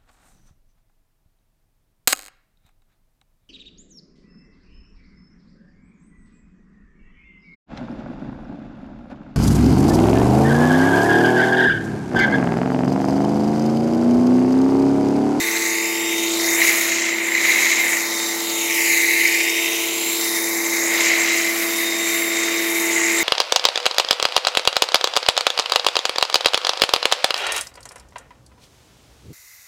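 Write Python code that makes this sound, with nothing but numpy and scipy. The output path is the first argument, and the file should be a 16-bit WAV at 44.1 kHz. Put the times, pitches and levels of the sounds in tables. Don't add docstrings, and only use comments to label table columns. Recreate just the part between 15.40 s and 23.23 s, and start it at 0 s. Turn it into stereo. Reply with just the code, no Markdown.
import sys
import numpy as np
from scipy import signal
from scipy.fft import rfft, irfft
from scipy.io import wavfile
from scipy.ndimage import map_coordinates

SR = 44100
rng = np.random.default_rng(int(sys.argv[2]) if len(sys.argv) > 2 else 0)


def put_to_file(sound):
    columns = np.atleast_2d(sound).T
    safe = np.clip(columns, -1, 1)
    whole_steps = np.round(safe * 32767)
    wavfile.write(sys.argv[1], SR, whole_steps.astype(np.int16))


N = 345303
SIDES = np.array([[.5], [-.5]])


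def from_db(db):
    return 10 ** (np.asarray(db) / 20)


def rms_one(x):
    return x / np.sqrt(np.mean(x ** 2) + 1e-20)


def in_time(rows):
    s, *columns = np.transpose(rows)
    return [np.interp(np.arange(N) / SR, s, c) for c in columns]


def drift(rate_hz):
    step = 40
    r = np.exp(-2 * np.pi * step * rate_hz / SR)
    coarse = rng.standard_normal(N // step + 4002)
    slow = signal.lfilter([1], [1, -2 * r, r * r], coarse)[4000:]
    return np.interp(np.arange(N) / step, np.arange(len(slow)), rms_one(slow))


def pair(lag_ms, alike, own_above_hz=20):
    margin = 100
    common = rng.standard_normal(N + 2 * margin)
    own = rng.standard_normal((2, N))
    own = signal.lfilter(*signal.butter(2, own_above_hz, "high", fs=SR), own)
    left = map_coordinates(common, [np.arange(N) + margin - lag_ms * SR / 1000], order=3)
    right = common[margin:N + margin]
    return np.sqrt(alike) * np.array([left, right]) + np.sqrt(1 - alike) * own


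def coloured(white, spectrum, patchy_db, flicker_hz):
    hz = np.arange(1, N // 2 + 2) * SR / N
    table_hz, table_db = np.transpose(spectrum)
    shape_db = np.interp(np.log(hz), np.log(table_hz), table_db, left=-60, right=-60)
    shaped = rfft(white) * from_db(shape_db)
    together = drift(flicker_hz)
    place = 2 * np.log2(hz / table_hz[0])
    out = 0
    for k in range(int(2 * np.log2(table_hz[-1] / table_hz[0])) + 2):
        band = irfft(shaped * np.clip(1 - abs(place - k), 0, 1), N)
        out = out + band * from_db(patchy_db * (0.34 * together + 1.57 * drift(flicker_hz)))
    return rms_one(out)


def tone(turns, db, lead_turns, tilt_db=0):
    phase = 2 * np.pi * (turns + SIDES * lead_turns)
    return np.sqrt(2) * from_db(db + SIDES * tilt_db) * np.sin(phase)


def resonance(hz, width_hz):
    r = np.exp(-np.pi * width_hz / SR)
    b = (1 - r * r) / 2 * np.array([1, 0, -1])
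    a = [1, -2 * r * np.cos(2 * np.pi * hz / SR), r * r]
    return b, a


# (f/Hz, width/Hz, relative level/dB)
CHAMBER_RESONANCES = [(1855, 387, -6), (2082, 232, 3), (2289, 356, -2), (2620, 1640, -13.5),
                      (3060, 2150, -19), (3906, 520, -9.5), (5550, 2200, -27.5), (6780, 780, -2.5)]
# (t/s, level of the added turbulence/dB)
AIR_GULPS = [(1.2, 3), (1.214, 3.5), (1.2895, -4), (1.4245, -5), (1.947, -1), (2.323, 0), (3.5613, -6),
             (4.0032, 0), (5.604, 1), (5.6989, -6), (6.4418, -3)]
# (t/s, relative level of the top resonance/dB, lift of the upper shoulder/dB)
ROAR_COLOUR = [(0, -35, 5.5), (.3, -27, 2.5), (.65, -40, 5.5), (.95, -28, 1), (1.25, -25, 2),
               (1.75, -31.5, 3), (2.1, -27, -2), (2.35, -26, -1), (2.8, -32.5, 1.5), (3.2, -31, 2),
               (3.5, -22, 2), (3.75, -32, 3), (4.4, -37, 6.5), (5.15, -37, -1), (5.45, -25.5, -3),
               (5.7, -26.5, 3), (5.95, -33, 1), (6.15, -36, -0.5), (7.1, -39, -1), (7.6, -26.5, 2),
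               (7.83, -27, -6)]


def nozzle(lag_ms, roar_db, tilt_db, gusts):
    bursts = from_db(1.76 * drift(126) + 0.39 * drift(6.5))
    puffs = pair(lag_ms, alike=0.81, own_above_hz=2150) * gusts * bursts
    gulp = np.hanning(round(.008 * SR))
    for s, db in AIR_GULPS:
        at = round(s * SR)
        puffs[:, at:at + len(gulp)] *= 1 + gulp * from_db(db)
    top_db, shoulder_db = in_time(ROAR_COLOUR)
    shoulder, top = 3, 7
    out = 0
    for k, (hz, width_hz, db) in enumerate(CHAMBER_RESONANCES):
        level_db = top_db if k == top else roar_db + shoulder_db * (k == shoulder)
        level_db = level_db + 0.6 * drift(9.0)
        b, a = resonance(hz, width_hz)
        ringing = signal.lfilter(b, a, signal.lfilter(b, a, puffs))
        out = out + (-1) ** k * from_db(db + level_db) * ringing
    return out * from_db(15.5 + tilt_db * SIDES)


# (f/Hz, relative level per Hz/dB)
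PANEL_SPECTRUM = [(150, -23), (230, -4.5), (400, 1.5), (900, 1.5), (1400, -6.5), (2000, -1), (3200, -61)]
# (f/Hz, relative level per Hz/dB)
JET_SPECTRUM = [(1000, -8.5), (2500, -0.5), (3400, -6), (5200, -5.5), (6500, -3.5), (7600, -3),
                (8800, -12.5), (11000, -25)]
# (f/Hz, relative level per Hz/dB)
SPATTER_SPECTRUM = [(5000, -7), (8800, -6.5), (10500, -0.5), (12500, -1), (14000, -2.5), (16000, -5.5)]


def foam(lag_ms, panel_db, jet_db, spatter_db, tilt_db, gusts):
    panel_noise = pair(0.49 * lag_ms, alike=0.7)
    panels = coloured(panel_noise, PANEL_SPECTRUM, patchy_db=0.5, flicker_hz=1.5)
    panels = panels * from_db(panel_db)

    jet_noise = pair(lag_ms, alike=0.47, own_above_hz=4200)
    jet = coloured(jet_noise, JET_SPECTRUM, patchy_db=2.0, flicker_hz=83)
    jet = jet * from_db(jet_db + 1.0 * drift(3.1))
    jet = jet * from_db((0.64 * tilt_db + 1.0) * SIDES)

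    spatter_noise = pair(lag_ms, alike=0.22)
    spatter = coloured(spatter_noise, SPATTER_SPECTRUM, patchy_db=0.7, flicker_hz=80)
    spatter = spatter * from_db(spatter_db + 0.71 * drift(3.9))
    spatter = spatter * from_db(-0.6 * SIDES)
    return panels + gusts * (jet + spatter)


# (f/Hz, middle t/s, half length/s, depth/dB); a negative depth lifts the tone
ECHO_FADES = [(221, 4, 0.89, 7), (221, -1.5, 0.24, 2), (369, 3, 0.53, 12), (369, 6, 1, 10),
              (443, 2, 0.77, 17), (443, 3.5, 0.57, 2.5), (443, 6, 1.1, 4), (664, 0.06, 0.74, 8.5),
              (664, 2.36, 0.57, 28), (664, 0.5, 0.15, 8), (664, 2.5, .2, 3), (664, 3.5, 0.68, 10),
              (443, 2, .25, 5), (885, 3, .2, 3), (664, 5, .6, 7.5), (885, 1.77, 0.81, 10.5),
              (885, 4.5, 0.93, 7.5), (885, 6.5, 0.71, 26), (1107, 2, 1.03, 19), (1107, 6, 0.77, -1),
              (1181, 1.4, 0.54, 20), (4697, 1.5, 1.2, 14), (5030, 13, .4, 2), (5030, 2.5, 1, 14),
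              (5030, 5, 0.62, -1), (5755, 3, 3, 10)]


def faded_db(hz):
    t = np.arange(N) / SR
    loss_db = np.zeros(N)
    for line_hz, s, half_s, depth_db in ECHO_FADES:
        if abs(line_hz / hz - 1) < .03:
            loss_db += depth_db * np.exp(-abs((t - s) / half_s) ** 3)
    return -loss_db


# (t/s, f/Hz)
ROTOR_SPEED = [(0, 335.2), (.95, 334.96), (2.1, 335.36), (4.2, 335.36), (5.6, 335.88), (7.0, 335.8),
               (7.55, 335.36), (7.83, 335.35)]
# (t/s, level/dB, lead of the left microphone/ms)
HUM_PATH = [(0, -30.5, -0.012), (.25, -29.5, -0.08), (.52, -28.7, -0.083), (.7, -26.5, -0.14),
            (.95, -24.5, -0.13), (1.15, -26, -0.067), (1.4, -30.5, 0.082), (1.8, -30, 0.027),
            (2.35, -34.5, -0.059), (3.1, -30.5, -0.17), (3.7, -29.5, -.29), (4.05, -29.5, -0.3),
            (4.5, -31, -0.3), (5.0, -29.2, -0.24), (5.25, -27.5, -0.18), (5.6, -28, -0.19),
            (6.4, -28.8, -0.13), (6.95, -28, -0.097), (7.35, -26, -0.15), (7.83, -26.5, -0.17)]
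# (t/s, mesh level/dB, left-right/dB, left lead/cycles, octave level/dB, left-right/dB, left lead/cycles)
GEAR_MESH = [(0.0, -32.0, 5, -0.09, -37, 3.6, -1), (0.2, -39.0, 5.9, -0.43, -35.4, -1.6, 0.2),
             (0.4, -38.5, 7, 0.16, -34.4, -4.4, -0.5), (0.6, -32, -3.2, 0.33, -30, -0.8, 1.2),
             (0.8, -31, -3.5, -0.078, -34.3, 0, 0.3), (1.0, -34.5, 3, -0.086, -33, -3.1, 0.7),
             (1.2, -29.5, 2.9, 0.31, -30, -0.4, -0.01), (1.41, -37.5, -1.2, 0.92, -39, 2.1, 1.5),
             (1.61, -41.8, 3.2, 0.46, -34, -7.0, 0.15), (1.81, -35, 2.5, 0.33, -36.6, -4, 1.4),
             (2.01, -43, 4.2, 0.48, -30, 0.5, 0.29), (2.21, -37.7, -2.2, 0.55, -41, -2.2, 1),
             (2.41, -40, -0.1, -0.18, -29.5, -2.1, -0.3), (2.61, -36, 1.5, 0.73, -33, -2, -0.46),
             (2.81, -31.5, -1, 0.94, -34, -3.8, -0.9), (3.01, -32.5, -0.4, 1.7, -32, -6.4, -1.5),
             (3.21, -30.5, 1.8, 1.8, -36, 0, -2), (3.41, -34, 0.0, 1.5, -33.6, -3.7, -2.5),
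             (3.61, -34.8, -3, 1.73, -34.7, 3, -2), (3.81, -30, -6, 1.47, -42, -2, -2.5),
             (4.02, -32.5, -1.3, 1.23, -38, -1, -3), (4.22, -27.5, -1.4, 1.27, -34.0, -0.9, -4),
             (4.42, -30.5, -3.5, 1.33, -39, 2, -3), (4.62, -31, 4, 1.44, -31.7, 1, -3),
             (4.82, -28.6, -2.3, 1.32, -30, 2, -3), (5.02, -30, -3.0, 1.32, -32, -1.5, -4.5),
             (5.22, -29, 3.5, 1.52, -34, 1, -2.5), (5.42, -31, 4, 1.52, -33, -3.6, -6),
             (5.62, -35.0, -7, 1.17, -32.8, -3.1, -3), (5.82, -38.9, -9, 1.61, -31.5, -0.2, -4.06),
             (6.02, -39, -1.3, 1.4, -33, -2.8, -6.5), (6.22, -35.5, 0.4, 1.68, -33.7, -0.6, -4.5),
             (6.42, -30, -1.3, 1.88, -35, -1.1, -5.53), (6.63, -30.7, -3.8, 1.9, -32.5, -1.5, -5),
             (6.83, -35.5, -3.8, 2, -31, -4.1, -5), (7.03, -30, -4, 1.8, -32.5, -3, -5),
             (7.23, -32.5, -6, 1.72, -34.5, -6.7, -3.5), (7.43, -33.9, -5, 1.74, -37, -3.8, -3.5),
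             (7.63, -33, -2.7, 1.5, -31.7, 1.8, -4.09), (7.83, -28, -1.8, 1.3, -29, 2.3, -2.5)]
# (multiple of the rotor rate, level/dB)
ROTOR_WHISTLES = [(14, -45.5), (15, -44)]
# (multiple of the pump shaft rate, rounded when played, level/dB, share of the hum's lead time)
PUMP_STRONG_TONES = [(2, -62.5, 0.97), (3, -47, 0.99), (5, -42, 0.97), (6, -38.5, 0.77), (9, -40, .2),
                     (12, -39, 0.26), (15, -45, 0.98), (16, -46.5, 1), (78.4, -44, 0.61)]
# (multiple of the pump shaft rate, level/dB)
PUMP_WEAK_TONES = [(4, -52), (8, -56), (10, -52), (11, -55), (13, -52), (14, -49), (17, -56), (18, -53),
                   (19, -49), (20, -51), (21, -53), (22, -55), (49, -51), (51, -50), (52, -51), (56, -50),
                   (58, -54), (62, -53), (64, -51), (65, -53), (79, -53), (99, -49), (101, -50)]
# (multiple of the rotor rate, level/dB)
ROTOR_WEAK_TONES = [(.78, -56), (1.22, -80), (1.44, -55.5), (1.66, -51), (2, -60), (3, -50.5), (4, -63)]


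def washer():
    pinion_teeth, wheel_teeth = 11, 50
    ratio = pinion_teeth / wheel_teeth
    rotor_hz, = in_time(ROTOR_SPEED)
    mean_hz = rotor_hz.mean()
    rotor = np.cumsum(rotor_hz * (1 + .0003 * drift(6))) / SR
    hum_db, lead_ms = in_time(HUM_PATH)
    lead = lead_ms * rotor_hz / 1000
    out = tone(rotor, hum_db, lead, tilt_db=-1)

    mesh_db, mesh_tilt_db, mesh_lead, octave_db, octave_tilt_db, octave_lead = in_time(GEAR_MESH)
    out += tone(pinion_teeth * rotor, mesh_db + 1.5 * drift(40), mesh_lead, mesh_tilt_db)
    octave_lead = octave_lead + 0.068 * drift(8)
    out += tone(2 * pinion_teeth * rotor, octave_db + 1.6 * drift(21), octave_lead, octave_tilt_db)

    for multiple, db in ROTOR_WHISTLES:
        multiple = round(multiple)
        level_db = db + faded_db(multiple * mean_hz) + 3 * drift(6)
        out += tone(multiple * rotor, level_db, .3 + .15 * drift(2))

    for multiple, db, share in PUMP_STRONG_TONES:
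        multiple = round(multiple) * ratio
        level_db = db + faded_db(multiple * mean_hz)
        turns = multiple * rotor + rng.random()
        out += tone(turns, level_db, share * multiple * lead, 1.3 * drift(0.96))

    weak = [(round(multiple) * ratio, db) for multiple, db in PUMP_WEAK_TONES]
    weak += [(round(multiple * wheel_teeth) / wheel_teeth, db) for multiple, db in ROTOR_WEAK_TONES]
    for multiple, db in weak:
        wander = lead + 0.047 * drift(0.6)
        out += tone(multiple * rotor + rng.random(), db + 2 * drift(.5), multiple * wander)

    mains_hz = 239.6
    return out + tone(mains_hz * np.arange(N) / SR, -56.5 + 1.6 * drift(0.37), 0)


# (t/s, f/Hz, level/dB)
ENGINE_NOTE = [(0, 90.3, -65), (.35, 91.5, -64), (.45, 78.7, -71), (.64, 79, -60), (.9, 81.5, -56),
               (1.3, 85, -56), (1.68, 87.7, -63), (2.12, 97, -66.5), (2.81, 105.3, -63), (3.3, 110, -89),
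               (6.9, 81, -85), (7.1, 80, -71), (7.4, 81.6, -70), (7.83, 83.4, -59)]
# (f/Hz, relative level per Hz/dB)
RUMBLE_SPECTRUM = [(20, -8), (35, -1), (50, -5), (80, -5.5), (115, -3), (180, 3), (300, 1)]


def street():
    hz, db = in_time(ENGINE_NOTE)
    firing = np.cumsum(hz * (1 + 0.011 * drift(4.2))) / SR
    engine = tone(firing, db + 2.3 * drift(10.0), 0)
    rumble = coloured(pair(0, alike=.97), RUMBLE_SPECTRUM, patchy_db=.5, flicker_hz=3)
    return engine + from_db(-58) * rumble


def drop():
    drop_s, peak_db = 3.501, -3
    out = np.zeros((2, N))
    at = round(drop_s * SR)
    out[0, at:at + 3] = -from_db(peak_db) * np.array([-.4, 1, .6])
    return out


# (t/s, left lag/ms, left-right/dB)
LANCE_DIRECTION = [(0, -0.5, -1), (.2, -.5, 1), (.6, -0.38, .5), (.85, -0.3, 0), (1.15, -0.13, 0),
                   (1.33, 0.051, -2), (1.6, -0.014, -1), (1.87, -0.098, -1.5), (2.16, .04, -1),
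                   (2.35, -0.035, -2), (2.7, -.195, -1), (2.95, -0.2, -2.5), (3.25, -0.32, -0.5),
                   (3.62, -0.49, 2), (4.15, -0.36, 0), (4.73, -0.26, -1.5), (4.87, -.2, -2),
                   (5.1, -0.17, -0.5), (5.4, -0.17, -1.5), (5.8, 0.092, -2.5), (5.97, .005, -1.5),
                   (6.25, -0.09, -.5), (6.48, 0.029, -.5), (6.7, 0.03, -1), (6.85, 0.08, -1.5),
                   (7.15, -0.051, 0), (7.35, -0.095, -.5), (7.65, -0.11, -1.5), (7.83, -0.085, -1.2)]
# (t/s, nozzle roar level/dB, panel drumming level/dB, jet hiss level/dB, fine spatter level/dB)
SPRAY_LOUDNESS = [(0, -24.5, -37.5, -23.5, -28), (.7, -25, -37, -29.5, -30), (.95, -21.5, -35, -24, -30),
                  (1.08, -18.5, -32.5, -25.5, -24.5), (1.24, -18, -32, -22.5, -21.5),
                  (1.42, -23, -34, -24.5, -22), (1.55, -23.5, -36, -26.5, -33),
                  (1.8, -23.5, -36, -29.5, -35), (1.95, -21, -35, -28, -31.5),
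                  (2.1, -15.5, -32, -25, -26.5), (2.22, -19, -33, -22.5, -26.5), (2.35, -19, -33, -25, -30),
                  (2.52, -20, -32, -23.5, -26.5), (2.64, -20, -34.5, -27, -29),
                  (2.78, -20, -35, -26.5, -30), (3.15, -23.5, -35, -26, -28),
                  (3.45, -18, -34, -24.5, -23.5), (3.7, -17.5, -37.5, -23.5, -24.5),
                  (4.1, -20.5, -37, -24.5, -27), (4.3, -21.5, -36.5, -26.5, -27),
                  (4.55, -23, -37, -28, -26.5), (4.85, -19.5, -37, -26, -23), (5.1, -23, -36.5, -27.5, -25),
                  (5.4, -18.5, -35, -26.5, -27.5), (5.6, -20.5, -29.5, -23.5, -27),
                  (5.68, -19, -32, -23.5, -28.5), (5.78, -19.5, -31.5, -24, -28.5),
                  (5.9, -20.5, -34.5, -23.5, -28.5), (6.1, -24, -37, -27.5, -25),
                  (6.3, -25, -36.5, -24, -26), (6.44, -24, -37.5, -30, -26.5),
                  (6.55, -26, -36, -27.5, -30.5), (6.75, -24, -39, -25, -24.5),
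                  (7.0, -26, -35.5, -26.5, -30.5), (7.35, -23, -35.5, -23.5, -26.5),
                  (7.6, -21.5, -35.5, -24, -31.5), (7.83, -18.5, -32, -23, -28)]


def scene():
    lag_ms, tilt_db = in_time(LANCE_DIRECTION)
    roar_db, panel_db, jet_db, spatter_db = in_time(SPRAY_LOUDNESS)
    gusts = from_db(0.29 * drift(140) ** 2)
    roar = nozzle(lag_ms, roar_db, tilt_db, gusts)
    spray = roar + foam(lag_ms, panel_db, jet_db, spatter_db, tilt_db, gusts)
    return spray + washer() + street() + drop()


# (f/Hz, width/Hz, lift/dB)
RIGHT_PORT_RESONANCE = (6450, 1130, 3.5)


def record(dry):
    hz, width_hz, lift_db = RIGHT_PORT_RESONANCE
    ringing = signal.lfilter(*resonance(hz, width_hz), dry[1])
    lifted = dry[1] + (from_db(lift_db) - 1) * ringing
    picked = np.array([dry[0], lifted])
    rounded = picked / (1 + abs(picked) ** 6) ** (1 / 6)
    top_cut = signal.ellip(14, .3, 85, 15800, fs=SR, output="sos")
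    return signal.sosfilt(top_cut, rounded)


dry = scene()
out = record(dry)
put_to_file(out)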